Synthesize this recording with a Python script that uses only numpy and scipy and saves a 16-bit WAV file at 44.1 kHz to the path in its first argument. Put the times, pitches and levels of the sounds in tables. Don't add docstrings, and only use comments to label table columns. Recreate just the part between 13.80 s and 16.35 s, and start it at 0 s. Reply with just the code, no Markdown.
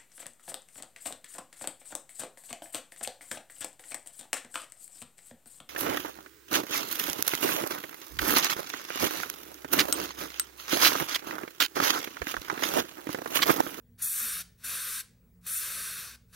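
import sys
import numpy as np
from scipy import signal
from scipy.fft import rfft, irfft, next_fast_len
from scipy.io import wavfile
from scipy.ndimage import uniform_filter1d, map_coordinates

SR = 44100
rng = np.random.default_rng(int(sys.argv[2]) if len(sys.argv) > 2 else 0)


def amplitude_ratio(level_db):
    exponent = np.asarray(level_db, float) / 20
    return 10 ** exponent


def wrap_up_sound(samples):
    columns = np.atleast_2d(samples).T
    tamed = np.clip(columns, -1, 1)
    steps = np.round(tamed * 32767).astype(np.int16)
    wavfile.write(sys.argv[1], SR, steps)


N = 112454

# (frequency [Hz], level [dB], unsteadiness [dB])
HUM_LINES = [(60.7, -67.5, 2), (101.7, -69.5, 4), (121.7, -73.5, 4), (176.3, -74.5, 5.5), (236.6, -76, 4.5),
             (459, -87, 7.5)]
# (frequency [Hz], density [dB per Hz])
RUMBLE_COLOUR = [(12, -56), (20, -19.5), (43, -2), (107, -12.5), (145, -11), (236, -12), (266, -23.5),
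                 (462, -21), (700, -38), (910, -73), (1540, -120)]
# (frequency [Hz], density [dB per Hz])
HISS_COLOUR = [(350, -27), (600, -12), (1620, -13.5), (2060, -15.5), (2940, -22), (13600, -19),
               (15400, -13.5)]
# (frequency [Hz], left-right correlation [0-1])
QUIET_LIKENESS = [(60, 0.83), (240, 0.9), (950, 0.71), (3770, 0.75), (15000, 0.98)]
# (time [s], jet level [dB], paint body over the jet [dB])
TRIGGER_PRESSES = [
    [(.178, -77, 0.5), (.19, -52.5, -12), (.215, -49, -6), (.222, -29.5, -21), (.30, -31.5, -19.5),
     (.39, -32.5, -15), (.45, -34.5, -11.5), (.615, -38.5, -6.5), (.626, -53, -2)],
    [(.775, -79.5, -6), (.79, -69.5, -6), (.832, -61, 0.5), (.845, -35.5, -10.5), (.91, -36.5, -7.5),
     (1.05, -37.5, -7.5), (1.16, -36, -10), (1.208, -38.5, -7.5), (1.222, -56, -3)],
    [(1.61, -82.5, -5), (1.663, -51.5, -6.5), (1.667, -35.5, -15), (1.77, -32.5, -16.5),
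     (1.83, -35.5, -9.5), (2.19, -41, -6.5), (2.27, -47.5, -3.5), (2.353, -62, 3.5), (2.362, -68.5, 5.5)],
    [(2.485, -84.5, -3), (2.525, -70.5, -5), (2.529, -61, -3), (2.56, -54, 0.5)],
]
# (frequency [Hz], density [dB per Hz])
SEEP_COLOUR = [(400, -15), (1000, -14), (1500, -7), (3000, -9.5), (7000, -2.5), (10000, 3), (13000, -0.5),
               (16500, -1.5)]
# (frequency [Hz], density [dB per Hz])
JET_COLOUR = [(2500, -59), (5000, -18), (7000, -9), (8500, -4), (10000, -3.5), (12500, -5.5), (14500, -6),
              (16500, -17)]
# (frequency [Hz], density [dB per Hz])
PAINT_COLOUR = [(250, -21.5), (450, -10.5), (900, -13), (1250, 0.5), (1700, -1.5), (3000, -6.5), (5500, -5),
                (16500, -13)]
# (frequency [Hz], width [Hz], lift [dB])
CAP_RESONANCES = [(1576, 274, 6), (2555, 296, 7.5), (3668, 360, 9.5), (4324, 360, 7), (5723, 340, 9),
                  (6380, 370, 2.5), (7690, 210, 5.5), (8790, 77, 7.5), (8700, 40, 5.5), (9740, 830, 7.5),
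                  (10300, 220, 7), (11990, 330, 11), (12730, 580, 7), (14100, 400, 3)]
# (frequency [Hz], left-right correlation [0-1])
SPRAY_LIKENESS = [(1000, 0.99), (3000, .99), (5000, 0.93), (8000, 0.83), (12000, 0.76), (16000, .7)]
# (frequency [Hz], left over right [dB])
SPRAY_LEAN = [(3000, -0.5), (5000, 2.8), (8000, 1.2), (15000, 2)]
# (frequency [Hz], decay by 60 dB [s])
ROOM_DECAY = [(500, 0.25), (2000, 0.35), (5000, 0.37), (10000, 0.26), (16000, 0.12)]
# (frequency [Hz], threshold [dB])
SUM_THRESHOLD = [(230, -56.5), (300, -43.5), (600, -40), (900, -34), (1100, -44), (3000, -43), (5200, -46),
                 (7000, -58.5)]
# (frequency [Hz], threshold [dB])
DIFFERENCE_THRESHOLD = [(100, -35), (1000, -34.5), (4000, -37), (6500, -37.5), (7200, -52.5),
                        (14500, -52.5), (15300, -41.5), (16000, -36)]
# (time [s], extra threshold [dB])
THRESHOLD_DRIFT = [(.1, -0.5), (.22, -3.5), (.26, 0.7), (.32, -1), (.37, -6), (.55, 0), (.8, -5.5),
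                   (1.0, -3.5), (1.12, 3), (1.19, 2), (1.3, -6), (1.65, -5), (1.76, -3), (1.93, -4),
                   (2.07, 3.5), (2.19, 3), (2.28, -4.5)]

RUMBLE_DB, HISS_DB = -66.5, -74.5
WHISTLE_HZ, WHISTLE_DB, WHISTLE_SWAY_DB = 15734, -80.5, 3
FLUTTER_DB, SPIT_DB = 0.9, -0.02
SEEP_BELOW_DB, SEEP_FADE_DB, SEEP_DB = -52, 10.5, 1
PAINT_DB, BUFFET_DB = 5.5, -29.5
LEAD_S = .000009
ROOM_DB, ROOM_GAP_S = -11, .004
TOP_HZ = 15780
PIVOT_DB, SWAY_DB = -35.5, 3.5
EDGE_LIFT_DB, PEAKY = 0.5, 0.64


def unit(x):
    return x / np.sqrt(np.mean(x ** 2) + 1e-20)


def along(points, hz):
    f, v = np.transpose(points)
    return np.interp(np.log(hz + 1), np.log(f + 1), v)


def wobble(rate):
    knots = rng.standard_normal(int(N * rate / SR) + 4)
    return map_coordinates(knots, [np.arange(N) * rate / SR])


def filtered(x, response):
    m = next_fast_len(N + SR // 2)
    return irfft(rfft(x, m) * response(np.fft.rfftfreq(m, 1 / SR)), m)[..., :N]


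def rush(colour_db, alike, patchy_db):
    z = signal.stft(rng.standard_normal((2, N)), nperseg=512)[2]
    patches = uniform_filter1d(rng.standard_normal(z.shape[1:]), size=5, axis=0)
    patches = unit(uniform_filter1d(patches, size=8, axis=1))
    pair = signal.istft(z * amplitude_ratio(patchy_db * patches), nperseg=512)[1][:, :N]

    def mid_side(hz):
        turn = np.arccos(np.clip(along(alike, hz), -1, 1)) / 2
        return amplitude_ratio(colour_db(hz)) * np.array([np.cos(turn), np.sin(turn)])

    mid, side = filtered(pair, mid_side)
    return unit(np.array([mid + side, mid - side]))


def tone(hz, db, sway_db):
    t = np.arange(N) / SR
    level = amplitude_ratio(db + sway_db * (wobble(9) + 0.55 * wobble(24.95)))
    return np.sqrt(2) * level * np.sin(2 * np.pi * hz * t + 1.77 * wobble(3))


def machine_hum():
    return sum(tone(*line) for line in HUM_LINES)


def screen_whistle():
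    return tone(WHISTLE_HZ, WHISTLE_DB, WHISTLE_SWAY_DB)


def rumble():
    return amplitude_ratio(RUMBLE_DB) * rush(lambda hz: along(RUMBLE_COLOUR, hz), QUIET_LIKENESS, patchy_db=2.0)


def microphone_hiss():
    return amplitude_ratio(HISS_DB) * rush(lambda hz: along(HISS_COLOUR, hz), QUIET_LIKENESS, patchy_db=-3.1)


def workshop():
    return machine_hum() + screen_whistle() + rumble() + microphone_hiss()


def cap_db(hz):
    return sum(db / (1 + (2 * (hz - c) / w) ** 2) for c, w, db in CAP_RESONANCES)


def valve_seep():
    colour = lambda hz: along(SEEP_COLOUR, hz) + .3 * cap_db(hz)
    return amplitude_ratio(SEEP_DB) * rush(colour, SPRAY_LIKENESS, patchy_db=2.1)


def air_jet():
    return rush(lambda hz: along(JET_COLOUR, hz) + cap_db(hz), SPRAY_LIKENESS, patchy_db=2.3)


def paint_body():
    return rush(lambda hz: along(PAINT_COLOUR, hz) + cap_db(hz), SPRAY_LIKENESS, patchy_db=0.54)


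def bench_buffet():
    return amplitude_ratio(BUFFET_DB) * rush(lambda hz: along(RUMBLE_COLOUR, hz), QUIET_LIKENESS, patchy_db=0.0)


def airbrush():
    t = np.arange(N) / SR
    jet_gain, paint_gain = np.zeros(N), np.zeros(N)
    for press in TRIGGER_PRESSES:
        s, jet_db, paint_db = np.transpose(press)
        jet_gain += amplitude_ratio(np.interp(t, s, jet_db, -120, -120))
        paint_gain += amplitude_ratio(np.interp(t, s, jet_db + paint_db, -120, -120))
    formed = np.clip((20 * np.log10(jet_gain) - SEEP_BELOW_DB) / SEEP_FADE_DB, 0, 1) * np.pi / 2
    flow = amplitude_ratio(FLUTTER_DB * wobble(14) + SPIT_DB * wobble(120))
    jet, paint, seep, buffet = air_jet(), paint_body(), valve_seep(), bench_buffet()
    air = np.sin(formed) * jet + np.cos(formed) * seep
    spray = flow * (jet_gain * air + amplitude_ratio(PAINT_DB) * paint_gain * (paint + buffet))
    side = np.array([[.5], [-.5]])
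    return filtered(spray, lambda hz: amplitude_ratio(side * along(SPRAY_LEAN, hz))
                    * np.exp(2j * np.pi * hz * side * LEAD_S))


def room(x):
    hz, t, z = signal.stft(rng.standard_normal((2, SR // 2)), SR, nperseg=256)
    turn = np.arccos(np.clip(along(QUIET_LIKENESS, hz), -1, 1))[:, None] / 2
    z = np.cos(turn) * z[0] + np.sin(turn) * z[1] * [[[1]], [[-1]]]
    z = z * amplitude_ratio(-60 * t / along(ROOM_DECAY, hz)[:, None])
    tail = signal.istft(z, SR, nperseg=256)[1]
    late = np.pad(x.mean(axis=0), (round(ROOM_GAP_S * SR), 0))
    return signal.fftconvolve(late[None], tail / np.linalg.norm(tail[0]), axes=1)[:, :N]


def scene():
    spray = airbrush()
    to_walls = filtered(spray, lambda hz: amplitude_ratio(-.8 * cap_db(hz)))
    return spray + amplitude_ratio(ROOM_DB) * room(to_walls) + workshop()


def thinned(x):
    lead = 264
    pair = np.pad([x[0] + x[1], x[0] - x[1]], [(0, 0), (lead, 0)]) / 2
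    hz, t, z = signal.stft(pair, SR, nperseg=2048, noverlap=1536)
    band = np.where(hz < 900, hz / 86, 900 / 86 + 20 * np.log(hz / 900 + 1e-9)).astype(int)
    member = band == np.arange(band.max() + 1)[:, None]
    power = uniform_filter1d(member @ abs(z) ** 2, size=5, axis=2) / member.sum(axis=1)[:, None]
    band_db = 10 * np.log10(power + 1e-20)
    treble = z[0, (hz > 3000) & (hz < 15000)]
    loud_db = 10 * np.log10(np.sum(abs(treble) ** 2, axis=0) + 1e-12)
    chance = unit(uniform_filter1d(rng.standard_normal(band_db.shape), size=12, axis=2))
    shape_db = np.array([along(SUM_THRESHOLD, hz), along(DIFFERENCE_THRESHOLD, hz)])[..., None]
    follow_db = np.reshape([1.25, 1], (2, 1, 1)) * (loud_db - PIVOT_DB)
    follow_db = follow_db + np.interp(t - lead / SR, *np.transpose(THRESHOLD_DRIFT))
    over_db = (band_db - SWAY_DB * chance)[:, band] - (PIVOT_DB + follow_db + shape_db)
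    edge = np.exp(-np.maximum(over_db, 0) / 6.25)
    peaks = np.clip(abs(z) / amplitude_ratio(band_db[:, band]), 1e-9, 2) ** (PEAKY * edge)
    gain = np.clip(over_db, 0, 1) * amplitude_ratio(EDGE_LIFT_DB * edge) * peaks
    mid, side = signal.istft(z * gain, SR, nperseg=2048, noverlap=1536)[1][:, lead:lead + N]
    return np.array([mid + side, mid - side])


def top_cut(x):
    return signal.sosfilt(signal.butter(12, 16430, fs=SR, output="sos"), x)


def record(dry):
    limited = filtered(dry, lambda hz: hz < TOP_HZ)
    mix = thinned(limited)
    return top_cut(mix)


dry = scene()
out = record(dry)
wrap_up_sound(out)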